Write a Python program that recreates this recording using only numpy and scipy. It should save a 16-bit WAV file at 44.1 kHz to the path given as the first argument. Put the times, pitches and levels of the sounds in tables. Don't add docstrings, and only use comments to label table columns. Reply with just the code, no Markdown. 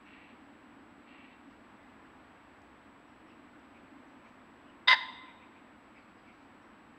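import sys
import numpy as np
from scipy import signal
from scipy.fft import rfft, irfft, next_fast_len
from scipy.io import wavfile
from scipy.ndimage import map_coordinates

SR = 44100
rng = np.random.default_rng(int(sys.argv[2]) if len(sys.argv) > 2 else 0)


def generate_wav(sig):
    pcm = np.round(np.clip(np.atleast_2d(sig).T, -1, 1) * 32767).astype(np.int16)
    wavfile.write(sys.argv[1], SR, pcm)


N = 307818


def amp(db):
    return 10 ** (np.asarray(db) / 20)


def unit(x):
    return x / np.sqrt(np.mean(x ** 2) + 1e-20)


def along(points, hz):
    point_hz, values = np.transpose(points)
    return np.interp(np.log(hz + 1), np.log(point_hz + 1), values)


def clock():
    return np.arange(N) / SR


def progress(start_s, length_s):
    return np.clip((clock() - start_s) / length_s, 0, 1)


def gate(start_s, length_s, edge_s):
    t = clock() - start_s
    return np.clip(np.minimum(t, length_s - t) / edge_s, 0, 1)


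def wobble(knots_per_s):
    knots = rng.standard_normal(int(N * knots_per_s / SR) + 4)
    return map_coordinates(knots, [clock() * knots_per_s])


def cycle(hz):
    return 2 * np.pi * np.cumsum(hz) / SR


def filtered(x, response):
    size = next_fast_len(N + SR // 2)
    return irfft(rfft(x, size) * response(np.fft.rfftfreq(size, 1 / SR)), size)[:N]


def resonances(modes, f):
    return sum((-1) ** k * amp(db) * 1j * f * width_hz / (hz * hz - f * f + 1j * f * width_hz)
               for k, (hz, width_hz, db) in enumerate(modes))


def band(x, hz, width_hz):
    return unit(filtered(x, lambda f: resonances([(hz, width_hz, 0)], f) ** 2))


def noise(spectrum):
    return unit(filtered(rng.standard_normal(N), lambda f: amp(along(spectrum, f))))


def puffs(phase):
    return rng.standard_normal(N) * (1 + np.cos(phase)) ** 2


def hiss(level_db=-59.0, waver_db=0.38):
    # frequency in Hz, relative density in dB.
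    spectrum = [(20, -15), (40, -6.5), (60, -0.5), (110, 1), (138, -3.5), (190, -1.5), (420, -1.5),
                (600, -0.5), (1050, 1.5), (1800, -3.5), (2700, -10), (4800, -25.5), (6500, -37),
                (15000, -42)]
    return amp(level_db + waver_db * wobble(1.6)) * noise(spectrum)


def distant_rush(level_db=-59.4, ebb_db_per_s=0.2, lull_s=2.6, lull_half_width_s=0.43, lull_db=4.5):
    # frequency in Hz, relative density in dB.
    spectrum = [(120, -65), (160, -21.5), (190, -12.5), (215, -5), (285, -1), (320, -5), (370, -14),
                (450, -32.5), (700, -120)]
    lull = np.exp(-((clock() - lull_s) / lull_half_width_s) ** 2)
    rush_db = level_db - ebb_db_per_s * clock() - lull_db * lull
    return amp(rush_db - 0.2 * wobble(12)) * noise(spectrum)


def whine(level_db=-80.0, whine_hz=7797.5, frame_hz=59.4):
    polarity = np.sign(np.sin(np.pi * frame_hz * clock()))
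    return amp(level_db) * np.sin(2 * np.pi * whine_hz * clock()) * polarity


def trunks(x, cluster_db=2.0, cluster_s=0.055, spread_s=0.069):
    # frequency in Hz, time to decay 60 dB in seconds.
    t60_s = [(500, .85), (1000, 1.4), (1500, 0.69), (2000, 0.91), (3700, 0.92), (5000, 0.63), (8000, 0.76),
             (15000, 0.56)]
    # frequency in Hz, relative echo gain in dB.
    colour = [(600, -2), (880, 5), (1080, 0), (1900, 0), (2800, -1.5), (3650, 3), (4900, -0.5), (6500, 1)]
    hz, t, spectra = signal.stft(rng.standard_normal(SR), SR, nperseg=256)
    cluster = np.exp(-((t - cluster_s) / spread_s) ** 2)
    decay = amp(-60 * t / along(t60_s, hz)[:, None] + cluster_db * cluster)
    tail = signal.istft(spectra * decay * amp(along(colour, hz))[:, None], SR, nperseg=256)[1]
    impulse_response = np.pad(tail / np.linalg.norm(tail), (SR // 200, 0))
    return signal.fftconvolve(x, impulse_response)[:N]


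def grass(crackle_db=5):
    # frequency in Hz, relative density in dB.
    spectrum = [(2000, -60), (3800, 1), (4800, -1), (6500, -11), (8500, -24), (13000, -50)]
    # start in seconds, length in seconds, level in dB.
    rustles = [(1.48, .07, -84), (4.232, .08, -82.5), (6.3, 0.189, -84)]
    crackle = unit(noise(spectrum) * amp(crackle_db * wobble(500)))
    return crackle * sum(amp(db) * gate(start_s, length_s, 0.02) for start_s, length_s, db in rustles)


def twigs(t60_s=0.016, ring_hz=5200, width_hz=2200):
    # start in seconds, initial level in dB.
    ticks = [(2.618, -65), (3.595, -74)]
    crack = band(rng.standard_normal(N), ring_hz, width_hz)
    t = clock()
    return crack * sum(amp(db - 60 * np.abs(t - start_s) / t60_s) * (t >= start_s)
                       for start_s, db in ticks)


def small_birds(fall_share=0.21, quaver_share=0.02, flutter_db=3, gain_db=-2):
    # start in seconds, length in seconds, starting pitch in Hz, relative level in dB.
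    chips = [(0.044, 0.045, 6400, -83), (3.066, 0.062, 5800, -84), (3.264, .06, 5750, -81),
             (4.065, .035, 6560, -85), (5.446, .06, 5150, -81), (5.951, .085, 5160, -79),
             (6.15, 0.13, 5250, -83.5), (6.612, .035, 6200, -80)]
    quaver = 1 + quaver_share * wobble(270)
    flutter = unit(amp(flutter_db * wobble(110)))
    calls = np.zeros(N)
    for start_s, length_s, hz, db in chips:
        glide_hz = hz * (1 - fall_share * progress(start_s, length_s))
        calls += amp(db) * gate(start_s, length_s, 0.011) * np.sin(cycle(quaver * glide_hz))
    return amp(gain_db) * flutter * calls


def crows(pitch_hz=580, width_hz=520, length_s=0.082):
    # start in seconds, relative level in dB, throat resonance in Hz.
    caws = [(3.268, -64, 2650), (3.728, -62, 2400), (4.228, -61.5, 2380), (4.652, -65, 2800),
            (5.248, -56.5, 2220), (5.39, -59.5, 2380), (5.536, -61, 2320), (5.938, -57.5, 2280),
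            (6.248, -59, 2310)]
    air = puffs(cycle(pitch_hz * (1 + 0.033 * wobble(60))))
    return sum(amp(db) * gate(start_s, length_s, 0.055) * band(air, hz, width_hz)
               for start_s, db, hz in caws)


def jay(pitch_hz=385, jitter=0.04, air_db=1, fade_db=2.5, lowpass_hz=4500):
    # start in seconds, length in seconds, level in dB.
    screeches = [(0.046, 0.286, -59.8), (1.061, 0.3, -60.5)]
    # resonance in Hz, width in Hz, relative gain in dB.
    throat = [(1890, 190, -4), (2280, 200, -0.4), (2730, 260, -0.5), (4400, 600, -19)]
    phase = cycle(pitch_hz * (1 + jitter * wobble(250)))
    pulses = np.diff(np.floor(phase / (2 * np.pi)), prepend=0)
    source = unit(pulses) + amp(air_db) * unit(puffs(phase))
    voice = unit(filtered(source, lambda f: resonances(throat, f) / (1 + (f / lowpass_hz) ** 6)))
    return voice * sum(amp(db - fade_db * progress(start_s, length_s)) * gate(start_s, length_s, 0.019)
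                       for start_s, length_s, db in screeches)


def shrill_voice(age_s, release, start_hz=3670, rise_hz_per_s=1100, jitter=0.028, shimmer_db=3,
                 base_db=-28.5, fade_db_per_s=54, release_db=18,
                 surge_hz=26, surge_db=4, surge_peak_s=0.013):
    surge = np.cos(2 * np.pi * surge_hz * (age_s - surge_peak_s))
    level_db = base_db - fade_db_per_s * age_s + surge_db * surge - release_db * release
    shimmer = amp(shimmer_db * wobble(350))
    pitch_hz = (start_hz + rise_hz_per_s * age_s) * (1 + jitter * wobble(900))
    return amp(level_db) * unit(shimmer * np.sin(cycle(pitch_hz)))


def pheasant(start_s=4.874, length_s=0.078, effort_db=-19, release_s=0.023, release_db=17.5,
             pitch_hz=1027.6, sag_hz=224.5, jitter=0.0189, shimmer_db=1.6, throb_hz=67,
             tone_db=-1.5, rasp_db=-4.5, attack_s=0.0099, tone_attack_db=22, rasp_attack_db=8):
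    # multiple of the pitch, relative level in dB, signed throb depth in dB.
    harmonics = [(1, -5, -1), (2, -1.5, 1.5), (3, -22.5, 2.5), (4, -28.5, 1.5), (5, -31.5, 0.5)]
    # throat or beak resonance in Hz, width in Hz, relative gain in dB.
    throat = [(603, 61, -4.5), (930, 210, -5), (1600, 335, 1), (1957, 120, 5.5), (2740, 620, -6),
              (3616, 410, -1.5), (4860, 230, -2)]
    # frequency in Hz, relative gain in dB.
    rasp_slope = [(330, -39.5), (480, -17), (580, -2), (2000, 1), (5000, -1), (5500, -8), (6100, -3.5),
                  (7400, -15.5), (9000, -7.5), (11800, -16.5), (13200, -28.5), (15500, -12.5)]
    age_s = np.clip(clock() - start_s, 0, length_s)
    attack_left = np.clip(1 - age_s / attack_s, 0, 1)
    release = np.clip(1 - (length_s - age_s) / release_s, 0, 1)
    effort = amp(effort_db - release_db * release ** 2)
    phase = cycle((pitch_hz - sag_hz * release) * (1 + jitter * wobble(600)))
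    throb = np.cos(2 * np.pi * throb_hz * (clock() - start_s - attack_s))
    tone = unit(sum(amp(db + depth_db * throb + shimmer_db * wobble(260)) * np.sin(k * phase)
                    for k, db, depth_db in harmonics))
    rasp = unit(filtered(puffs(phase), lambda f: resonances(throat, f) * amp(along(rasp_slope, f))))
    tone *= amp(tone_db - tone_attack_db * attack_left)
    rasp *= amp(rasp_db - rasp_attack_db * attack_left)
    return (effort * (tone + rasp) + shrill_voice(age_s, release)) * gate(start_s, length_s, 0.001)


def scene(near_wet_db=-15, far_wet_db=-6):
    near = pheasant()
    far = jay() + crows() + twigs() + grass()
    canopy = small_birds()
    echo = trunks(amp(near_wet_db) * near + amp(far_wet_db) * far + canopy)
    return (near + far + canopy + echo + hiss() + distant_rush() + whine())[None]


def record(dry, limit_hz=15750):
    return filtered(dry[0], lambda hz: hz < limit_hz)[None]


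dry = scene()
out = record(dry)
generate_wav(out)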